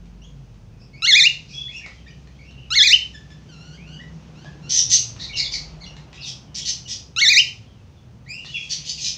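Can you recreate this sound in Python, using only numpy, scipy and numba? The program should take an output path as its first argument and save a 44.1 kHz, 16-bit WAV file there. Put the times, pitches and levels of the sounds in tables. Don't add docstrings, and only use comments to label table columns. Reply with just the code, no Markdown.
import sys
import numpy as np
from scipy import signal
from scipy.fft import rfft, irfft
from scipy.io import wavfile
from scipy.ndimage import uniform_filter1d, minimum_filter1d
from numba import njit

SR = 44100
rng = np.random.default_rng(int(sys.argv[2]) if len(sys.argv) > 2 else 0)


def invert_db(x):
    u = np.asarray(x, float) / 20
    return 10 ** u


def unload_wav(signal):
    wavfile.write(
        sys.argv[1],
        SR,
        np.round(np.clip(np.atleast_2d(signal).T, -1, 1) * 32767).astype(np.int16),
    )


N = 404397


def level(x, db):
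    return x * invert_db(db) / np.sqrt(np.mean(x ** 2))


def colour(table, hz):
    f, db = np.transpose(table)
    return invert_db(np.interp(np.log(np.maximum(hz, 1)), np.log(f), db))


def shape(x, table):
    return irfft(rfft(x) * colour(table, np.arange(N // 2 + 1) * SR / N), N)


@njit
def svf(x, hz, width):
    y, b, l = np.empty(len(x)), 0., 0.
    for i in range(len(x)):
        g, k = np.tan(np.pi * hz[i] / SR), width / hz[i]
        v = (b + g * (x[i] - l)) / (1 + g * (g + k))
        b, l, y[i] = 2 * v - b, l + 2 * g * v, k * v
    return y


def band(x, hz, width):
    return svf(x, np.full(N, 1. * hz), 1. * width)


def noise_band(hz, width):
    return band(rng.standard_normal(N), hz, width)


def split(x, order, hz, kind="low"):
    return signal.sosfilt(signal.butter(order, hz, kind, fs=SR, output="sos"), x)


def dull(x, hz):
    return split(x, 6, hz)


def walk(rate, size=N):
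    k = max(int(SR / rate), 2)
    held = np.repeat(rng.standard_normal(size // k + 1), k)
    return 1.4 * uniform_filter1d(uniform_filter1d(held, k), k)[:size]


def note(rows, rise_s, fall_s):
    s, *columns = np.transpose(rows)
    at = np.arange(int(s[0] * SR), min(int(s[-1] * SR), N))
    t = at / SR
    gate = np.clip(np.minimum((t - s[0]) / rise_s, (s[-1] - t) / fall_s), 0, 1)
    return at, [np.interp(t, s, c) for c in columns], gate


def room(x, t60_s, wet_db, build_s, direct):
    treble_t60_s = 0.32
    t = np.arange(SR // 2) / SR
    noise = rng.standard_normal(len(t))
    low = split(noise, 2, 5000)
    tail = low * invert_db(-60 * t / t60_s) + (noise - low) * invert_db(-60 * t / treble_t60_s)
    echo = tail * (1 - np.exp(-(t / build_s) ** 2))
    echo = echo * invert_db(wet_db) / np.sqrt(np.sum(echo ** 2))
    return direct * x + signal.fftconvolve(x, echo)[:N]


def passing(passes):
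    t = np.arange(N) / SR
    gains = (invert_db(db) / (1 + ((t - s) / span) ** 2) + invert_db(rest_db) for s, span, db, rest_db in passes)
    return 20 * np.log10(sum(gains))


def rumble():
    # closest_s, span_s, peak_db, rest_db
    rumble_pass = [
        (0.05, 0.52, -40.5, -69.5),
        (5.6, 0.31, -51.5, -69.5),
    ]
    hz = 50 + 3.8 * walk(5.0)
    return invert_db(passing(rumble_pass)) * invert_db(2.7 * walk(1.1)) * np.sin(2 * np.pi * np.cumsum(hz) / SR)


def motor_hum():
    # time_s, level_db
    motor = [
        (0.0, -62),
        (0.92, -60),
        (1.43, -50.5),
        (2.6, -42.5),
        (5.03, -49.5),
        (5.23, -44),
        (8.02, -57),
        (9.14, -50.5),
        (9.17, -58),
    ]
    hum_db = np.interp(np.arange(N) / SR, *np.transpose(motor))
    hz = 65 * (1 + 0.019 * walk(1.4))
    return invert_db(hum_db) * invert_db(1.7 * walk(2.4)) * np.sin(2 * np.pi * np.cumsum(hz) / SR)


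def drone():
    # closest_s, span_s, peak_db, rest_db
    drone_pass = [
        (4.598, 0.95, -46.5, -49),
    ]
    hz = 128 * (1 + 0.12 * walk(2.5))
    moving = level(svf(rng.standard_normal(N), hz, 15.0), 0.99)
    return invert_db(passing(drone_pass)) * (moving + level(noise_band(175, 59), -8.5))


def traffic():
    # closest_s, span_s, peak_db, rest_db
    traffic_pass = [
        (5.702, .7, -49, -60),
    ]
    lines = sum(invert_db(2.6 * walk(7.8)) * noise_band(hz, 12) for hz in (221, 272.0, 280, 358, 433, 520))
    road = band(noise_band(740, 700), 520, 1200)
    return invert_db(passing(traffic_pass)) * (level(road, -7.0) + level(lines, -13.5))


def flock_murmur(air, birds):
    # time_s, level_db
    murmur = [
        (0, -65),
        (1, -70),
        (1.801, -50.5),
        (2.3, -61),
        (3.3, -58),
        (5.5, -51.5),
        (6.5, -61.5),
        (8.2, -69),
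        (8.6, -36),
        (9.17, -40),
    ]
    patches = 0
    for hz in 1600 * 2. ** np.arange(0, 2.2, .3):
        patches = patches + invert_db(3.5 * walk(16)) * band(band(air, hz, hz * 2.4), hz, hz * 0.9)
    settle_s, swell_db, ceiling_db = 0.073, -24, -40.5
    keep = np.exp(-1 / (settle_s * SR))
    swell = invert_db(swell_db) * signal.lfilter([1 - keep], [1, -keep], np.abs(birds))
    gain = invert_db(np.interp(np.arange(N) / SR, *np.transpose(murmur))) + swell
    return np.minimum(gain, invert_db(ceiling_db)) * level(patches, -8.0)


def background(birds):
    # freq_hz, density_db
    air_spectrum = [(12, -62), (20, -33.5), (59, 7), (137, 6.5), (345, -11.5), (482, -10), (637, -28),
                    (1430, -43.5), (1950, -33.5), (2570, -24.5), (3910, -29), (6290, -28), (8310, -46),
                    (11600, -68), (15800, -44.5)]
    air = shape(rng.standard_normal(N), air_spectrum)
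    street = rumble() + motor_hum() + drone() + traffic()
    return dull(street, 2900) + flock_murmur(air, birds) + level(air, -49.5)


def claws():
    # time_s, peak_db, knock_re_peak_db
    ticks = [(0.056, -47, -14), (0.373, -54, -7), (0.5422, -49, -22), (1.8619, -30, -4.5),
             (2.2732, -42.5, -15), (2.5097, -41, -3.5), (3.3035, -41, -14), (4.446, -38.5, 8),
             (5.163, -35.5, -4), (5.9661, -32, -17.5), (6.1292, -33.5, -19), (8.447, -33.5, -54)]
    out = np.zeros(N)
    bright = noise_band(1930, 2800) + noise_band(3000, 2500)
    bright = level(dull(dull(bright, 7400), 7400), 0)
    knock = level(dull(noise_band(660, 600), 1800), 0)
    t = np.arange(2000) / SR
    attack = np.minimum(t / 0.00048, 1)
    for s, db, low_db in ticks:
        at = int(s * SR) + np.arange(2000)
        scratch = np.exp(-t / 0.0032) * bright[at]
        thud = invert_db(low_db) * np.exp(-t / 0.002) * knock[at]
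        out[at] += invert_db(db - 4.0) * attack * (scratch + thud)
    return out


def sung(events, peak_share, onset_db, end_db, octave_db):
    stages = ((0, onset_db), (peak_share, 0), (1, end_db))
    return [[(s + share * length, hz + share ** .8 * (last_hz - hz), db + under, db + under + octave_db)
             for share, under in stages]
            for s, length, hz, last_hz, db in events]


def far_notes(notes, scatter, third_db=-13, thin_db=-4):
    out = np.zeros(N)
    for rows in notes:
        at, (hz, first_db, octave_db), gate = note(rows, .012, .012)
        size = len(at)
        waver = .55 * walk(60, size) + 1.2 * walk(500, size)
        hz = uniform_filter1d(hz, 300) * (1 + scatter * waver)
        broken = invert_db(np.sqrt(scatter) * 20 * walk(170, size))
        phase = 2 * np.pi * np.cumsum(hz) / SR
        tone = invert_db(first_db) * np.sin(phase) + invert_db(octave_db) * np.sin(2 * phase)
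        for k in range(3, 7):
            loss_db = -9 * np.clip(k * hz / 1000 - 6.6, 0, 3)
            tone += invert_db(octave_db + third_db + thin_db * (k - 3) + loss_db) * np.sin(k * phase)
        out[at] += np.sqrt(2) * gate * broken * tone
    return out


def far_whistles():
    # start_s, length_s, first_hz, last_hz, level_db
    whistle = [(.72, 0.14, 2530, 2560, -67.5), (1.81, 0.074, 1800, 1960, -49), (1.95, .09, 3170, 3130, -57),
               (2.0, .05, 2600, 2560, -63), (2.34, .05, 3050, 3420, -62), (3.99, 0.061, 1810, 2040, -42),
               (4.45, 0.06, 1620, 1780, -45), (6.47, 0.079, 3000, 3000, -63),
               (7.66, 0.16, 3460, 2570, -62.5), (7.96, 0.057, 3580, 3325, -62),
               (8.04, .06, 2920, 2296, -76.5), (8.33, 0.11, 2680, 2866, -35)]
    chirp = [
        (.213, 0.074, 2680, 3660, -50.5),
        (.93, 0.087, 2115, 2640, -47.5),
        (1.76, 0.031, 2800, 2760, -33),
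        (2.058, 0.026, 1850, 1850, -42.5),
        (2.072, 0.029, 2230, 2540, -44),
        (2.1, 0.035, 3000, 3000, -49.5),
        (5.858, 0.062, 2896, 2760, -42),
        (6.85, 0.044, 2880, 2900, -44.5),
    ]
    squawk = [
        (.79, 0.085, 2550, 2620, -66.5),
        (1.49, 0.1, 2400, 2740, -56.5),
        (5.19, 0.075, 1900, 2150, -47),
        (5.362, 0.11, 2224, 2280, -37),
        (5.525, 0.047, 2297, 2260, -42),
        (5.8, 0.064, 2000, 2250, -54),
    ]
    croak = [
        (1.7, 0.12, 2500, 2540, -42),
        (5.325, 0.051, 2976, 2790, -28.5),
        (6.165, 0.084, 2790, 2690, -41.5),
        (6.235, 0.055, 2720, 2690, -45),
        (1.49, .15, 2500, 2600, -50),
    ]
    held = [
        (1.53, 0.175, 3350, 3416, -33.5),
        (3.765, 0.13, 2070, 2880, -49.5),
        (3.9, 0.12, 2883, 2960, -46.5),
        (8.515, 0.15, 3380, 3320, -35),
    ]
    dive = [(5.825, .04, 4600, 2900, -44), (6.205, .06, 5300, 3100, -40), (1.79, .11, 2650, 1900, -43),
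            (5.436, 0.0445, 3700, 3400, -32), (2.49, .19, 2960, 2700, -55.5),
            (8.535, .06, 2750, 2600, -31.5), (8.585, 0.098, 2500, 2600, -45),
            (5.285, 0.038, 2460, 2270, -36.5), (8.48, 0.037, 2900, 3000, -41), (8.97, .04, 2800, 2300, -40),
            (6.6, .05, 3300, 3500, -39)]
    sweep = [
        (1.675, 0.044, 1820, 2600, -48),
        (2.38, .07, 2110, 2430, -55),
        (2.44, .06, 2447, 2970, -53),
        (8.258, 0.035, 1680, 2400, -44),
    ]
    return (far_notes(sung(whistle, .05, -5, -11, -24.5), .018)
            + far_notes(sung(chirp, .05, -1.5, -12, -7), .022)
            + far_notes(sung(squawk, .4, -9, -10, 8), .042)
            + far_notes(sung(croak, .3, -4, -6, -14), .032)
            + far_notes(sung(held, .4, -7.5, -8, -35), .011)
            + far_notes(sung(dive, .5, -3, -3, -42), .032)
            + far_notes(sung(sweep, .15, -30, -1, -11), .022))


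def far_piping():
    # start_s, length_s, first_hz, last_hz, level_db
    piping = [
        (3.135, 0.035, 1883, 1636, -42.5),
        (3.295, 0.051, 1787, 1717, -51.5),
        (8.285, 0.075, 2380, 2600, -33.5),
        (8.444, 0.028, 1886, 1880, -46),
    ]
    reed = [
        (3.478, 0.09, 1643, 1282, -62),
        (3.552, 0.086, 1290, 1450, -61.5),
        (3.619, 0.13, 1450, 1450, -62.5),
        (3.72, 0.046, 1465, 1630, -60.5),
        (3.865, 0.072, 1383, 1540, -60),
        (3.92, 0.062, 1545, 1576, -58.5),
        (3.97, 0.079, 1634, 1920, -69),
        (4.35, 0.13, 1246, 1710, -64),
        (4.619, 0.087, 1304, 1490, -59.5),
    ]
    notes = sung(piping, .3, -5, -10, -4) + sung(reed, .9, -0.5, -1.5, 5.5)
    return far_notes(notes, .016, third_db=-3)


def scold_rows(s, rise, length, db, hz):
    hold_share, beak_sag = 0.32, 0.97
    times = (s, s + rise, s + rise + hold_share * (length - rise), s + length)
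    levels = db + np.array([-11, 0, -2, -23.5])
    chest_db = np.minimum(-17.5 - 0.3 * (levels + 10), 0)
    return np.c_[times, levels, hz * np.array([1, 1, 1, beak_sag]), chest_db]


def rasp_source(pulse_hz=480, ragged=.35, breath=.4, scatter_db=3):
    formants_hz = [2120, 2480, 3140, 3630, 4200, 4670, 5340, 5900, 6300, 7066]
    # freq_hz, density_db
    scold = [(710, -70), (1200, -44.5), (1660, -25), (1890, -16), (2100, -24), (2640, -13.5), (3900, 3),
             (4520, 0), (6250, -4), (7350, -16), (9420, -30), (11500, -35), (14700, -37.5), (15800, -61)]
    cycle = np.cumsum(pulse_hz * np.exp(ragged * walk(200)) / SR)
    pulse_db = scatter_db * rng.standard_normal(N // 20)[cycle.astype(int)]
    puff = np.exp(-(cycle % 1) / .35) * invert_db(pulse_db)
    source = (puff + breath) * rng.standard_normal(N)
    flares = sum(invert_db(3 * walk(70)) * svf(source, hz * (1 + .04 * walk(25)), 400.) for hz in formants_hz)
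    return shape(invert_db(-10.0) * source + flares, scold)


def rasps():
    # start_s, rise_s, length_s, peak_db, beak_hz
    bold = [
        (4.69, 0.1, 0.12, -11.5, 5700),
        (4.893, 0.038, 0.092, -7.5, 5700),
        (6.542, 0.044, 0.072, -20, 5970),
        (6.645, 0.041, 0.088, -16.5, 5260),
        (6.872, 0.044, 0.094, -22, 5760),
        (8.69, 0.03, 0.075, -18.5, 4800),
    ]
    gruff = [
        (5.185, 0.04, .11, -28, 4000),
        (5.355, 0.022, 0.085, -18, 4420),
        (5.508, 0.035, 0.07, -21.5, 4690),
        (6.215, .04, .07, -30, 3700),
        (8.445, .012, .065, -33, 3750),
    ]
    thin = [
        (6.245, 0.041, 0.071, -24.5, 5400),
        (8.84, 0.053, 0.1, -23, 4860),
        (8.97, 0.09, 0.17, -20, 4900),
        (6.13, 0.017, 0.086, -43, 5000),
    ]
    wheeze = [
        (1.475, .06, .2, -44, 5100),
        (1.7, .07, .13, -46, 7600),
        (8.52, 0.04, .17, -46, 5500),
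    ]
    birds = ((bold, (4.5, -5, -5.5, -12)), (gruff, (2, -4, -12, -5)),
             (thin, (5, -21, -5.5, -12)), (wheeze, (-10, -10, -22, -3)))
    source = rasp_source()
    high = level(split(source, 3, 3400, "high"), 0)
    chest = level(split(source, 3, 3400), 0)
    gain, beak_hz = np.zeros(N), np.full(N, 5000.)
    upper_gain, bottom_gain, broad_gain, beak_gain = np.zeros((4, N))
    for table, (own_db, bottom_db, broad_db, beak_db) in birds:
        for rasp in table:
            at, (db, hz, chest_db), gate = note(scold_rows(*rasp), 0.009, 0.011)
            gain[at], beak_hz[at] = gate * invert_db(db), hz
            upper_gain[at] = invert_db(chest_db + own_db)
            bottom_gain[at] = invert_db(chest_db + own_db + bottom_db)
            broad_gain[at], beak_gain[at] = invert_db(broad_db), invert_db(beak_db)
    beak = level(svf(high, beak_hz * (1 + 0.027 * walk(20)), 1300.), 0)
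    bottom, upper = split(chest, 5, 2510), split(chest, 5, 2510, "high")
    return gain * (broad_gain * high + beak_gain * beak + upper_gain * upper + bottom_gain * bottom)


def cage(x):
    # freq_hz, width_hz, cancelled_share
    notches = [(2600, 170, .7), (3200, 170, .75), (3800, 180, .4), (4720, 280, .7), (5500, 350, .5),
               (6850, 300, .4)]
    # delay_s, gain
    echoes = [
        (.0013, -0.066),
        (.0027, -0.043),
        (.0046, .35),
    ]
    for hz, width, share in notches:
        x = x - share * band(x, hz, width)
    return x + sum(gain * np.roll(x, int(s * SR)) for s, gain in echoes)


def glide(s, hz, t):
    step = np.diff(hz) / np.diff(s)
    same = np.maximum(step[1:] * step[:-1], 0)
    slope = np.r_[step[0], 2 * same / (step[1:] + step[:-1] + 1e-9), 0]
    k = np.clip(np.searchsorted(s, t) - 1, 0, len(s) - 2)
    h = s[k + 1] - s[k]
    u = (t - s[k]) / h
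    ease = u * u * (3 - 2 * u)
    bend = h * u * (1 - u) * ((1 - u) * slope[k] - u * slope[k + 1])
    return hz[k] + ease * (hz[k + 1] - hz[k]) + bend


def call_rows(start, length, db, dip_hz, last_hz):
    # pitch_hz, level_db, overtone_slope_db
    call_shape = [
        (1260, -25, -1),
        (1450, -18.5, 0.5),
        (2212, -14, -2.5),
        (1666, -9, -0.5),
        (2493, -13.5, -2),
        (1760, -11.5, 1),
        (2560, -8.5, -2),
        (3000, -6.5, -14.5),
        (2760, -18.5, -13),
    ]
    turn_share = [0, .116, .27, .439, .626, .79, .93, 1, 1.046]
    hz, level_db, slope = np.transpose(call_shape)
    point = np.arange(9)
    hz = hz + dip_hz * np.isin(point, (3, 5)) + last_hz * (point > 5)
    s = start + length * np.array(turn_share)
    return np.c_[s, hz, level_db + db], np.c_[s, slope]


def cockatiel(jitter=0.011, flutter_db=2.5):
    # freq_hz, gain_db
    throat = [(1100, -17.5), (1400, -3.5), (1750, -10.5), (2150, -3.5), (2500, 2.5), (2950, 3),
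              (3400, 10.5), (4300, -1), (5200, -2), (6600, -8), (7600, -21), (9200, -42), (11800, -53),
              (15800, -36)]
    # start_s, last_peak_after_s, level_db, dip_lift_hz, last_peak_lift_hz
    calls = [
        (1.021, .251, 1, 0.71, -120),
        (2.704, .24, .8, 1.3, 64.5),
        (7.162, .24, 1.5, 85, 44),
    ]
    out = np.zeros(N)
    for call in calls:
        rows, beak = call_rows(*call)
        at, (_, db), gate = note(rows, 0.0012, .004)
        size = len(at)
        s, turns, _ = np.transpose(rows)
        hz = glide(s, turns, at / SR) * (1 + jitter * walk(400, size))
        phase = 2 * np.pi * np.cumsum(hz) / SR
        slope_db = np.interp(at / SR, *np.transpose(beak))
        tone, power = 0, 0
        for k in range(1, 13):
            beak_db = slope_db * min(k - 1, 3) - 2.5 * max(k - 6, 0)
            gain = colour(throat, k * hz) * invert_db(beak_db) * (k * hz < 15800)
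            flutter = invert_db(flutter_db * walk(90, size))
            rough = .45 * max(k - 4, 0) * walk(300, size)
            tone = tone + gain * flutter * np.sin(k * phase + k * k + rough)
            power = power + gain ** 2 / 2
        decay = np.exp(-(at - at[0]) / (0.0012 * SR))
        tick = invert_db(-6.5) * decay * dull(rng.standard_normal(size), 7000)
        out[at] += invert_db(db) * (gate * tone / np.sqrt(power) + tick)
    return out


def scene():
    t60_s, far_t60_s = 0.32, 0.34
    near = room(cage(cockatiel()), t60_s, -10, 0.0068, 0.85)
    far = room(far_whistles() + far_piping(), far_t60_s, -1.2, 0.006, 0.93)
    scolding = room(rasps(), t60_s, 0.83, 0.0047, 0.98)
    ticking = room(claws(), far_t60_s, 2, 0.0044, 0.87)
    birds = near + far + scolding + ticking
    return (birds + background(birds))[None]


def top_cut(x):
    return signal.sosfilt(signal.butter(12, 16580, fs=SR, output="sos"), x)


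def record(dry):
    # freq_hz, gain_db
    microphone = [(9500, 0), (10800, -1), (12000, -8), (13800, 5), (15600, 9)]
    ceiling = 0.77
    hiss = level(noise_band(8600, 4000), -81.5)
    heard = shape(dry[0] + hiss, microphone)
    held = minimum_filter1d(np.minimum(ceiling / (np.abs(heard) + 1e-9), 1), size=41)
    flat = heard * uniform_filter1d(held, size=31)
    flat = flat + invert_db(-33) * band(1 - held, 700, 1400)
    flat = signal.sosfilt(signal.ellip(10, .2, 60, 15560, fs=SR, output="sos"), flat)
    return top_cut(flat[None])


dry = scene()
out = record(dry)
unload_wav(out)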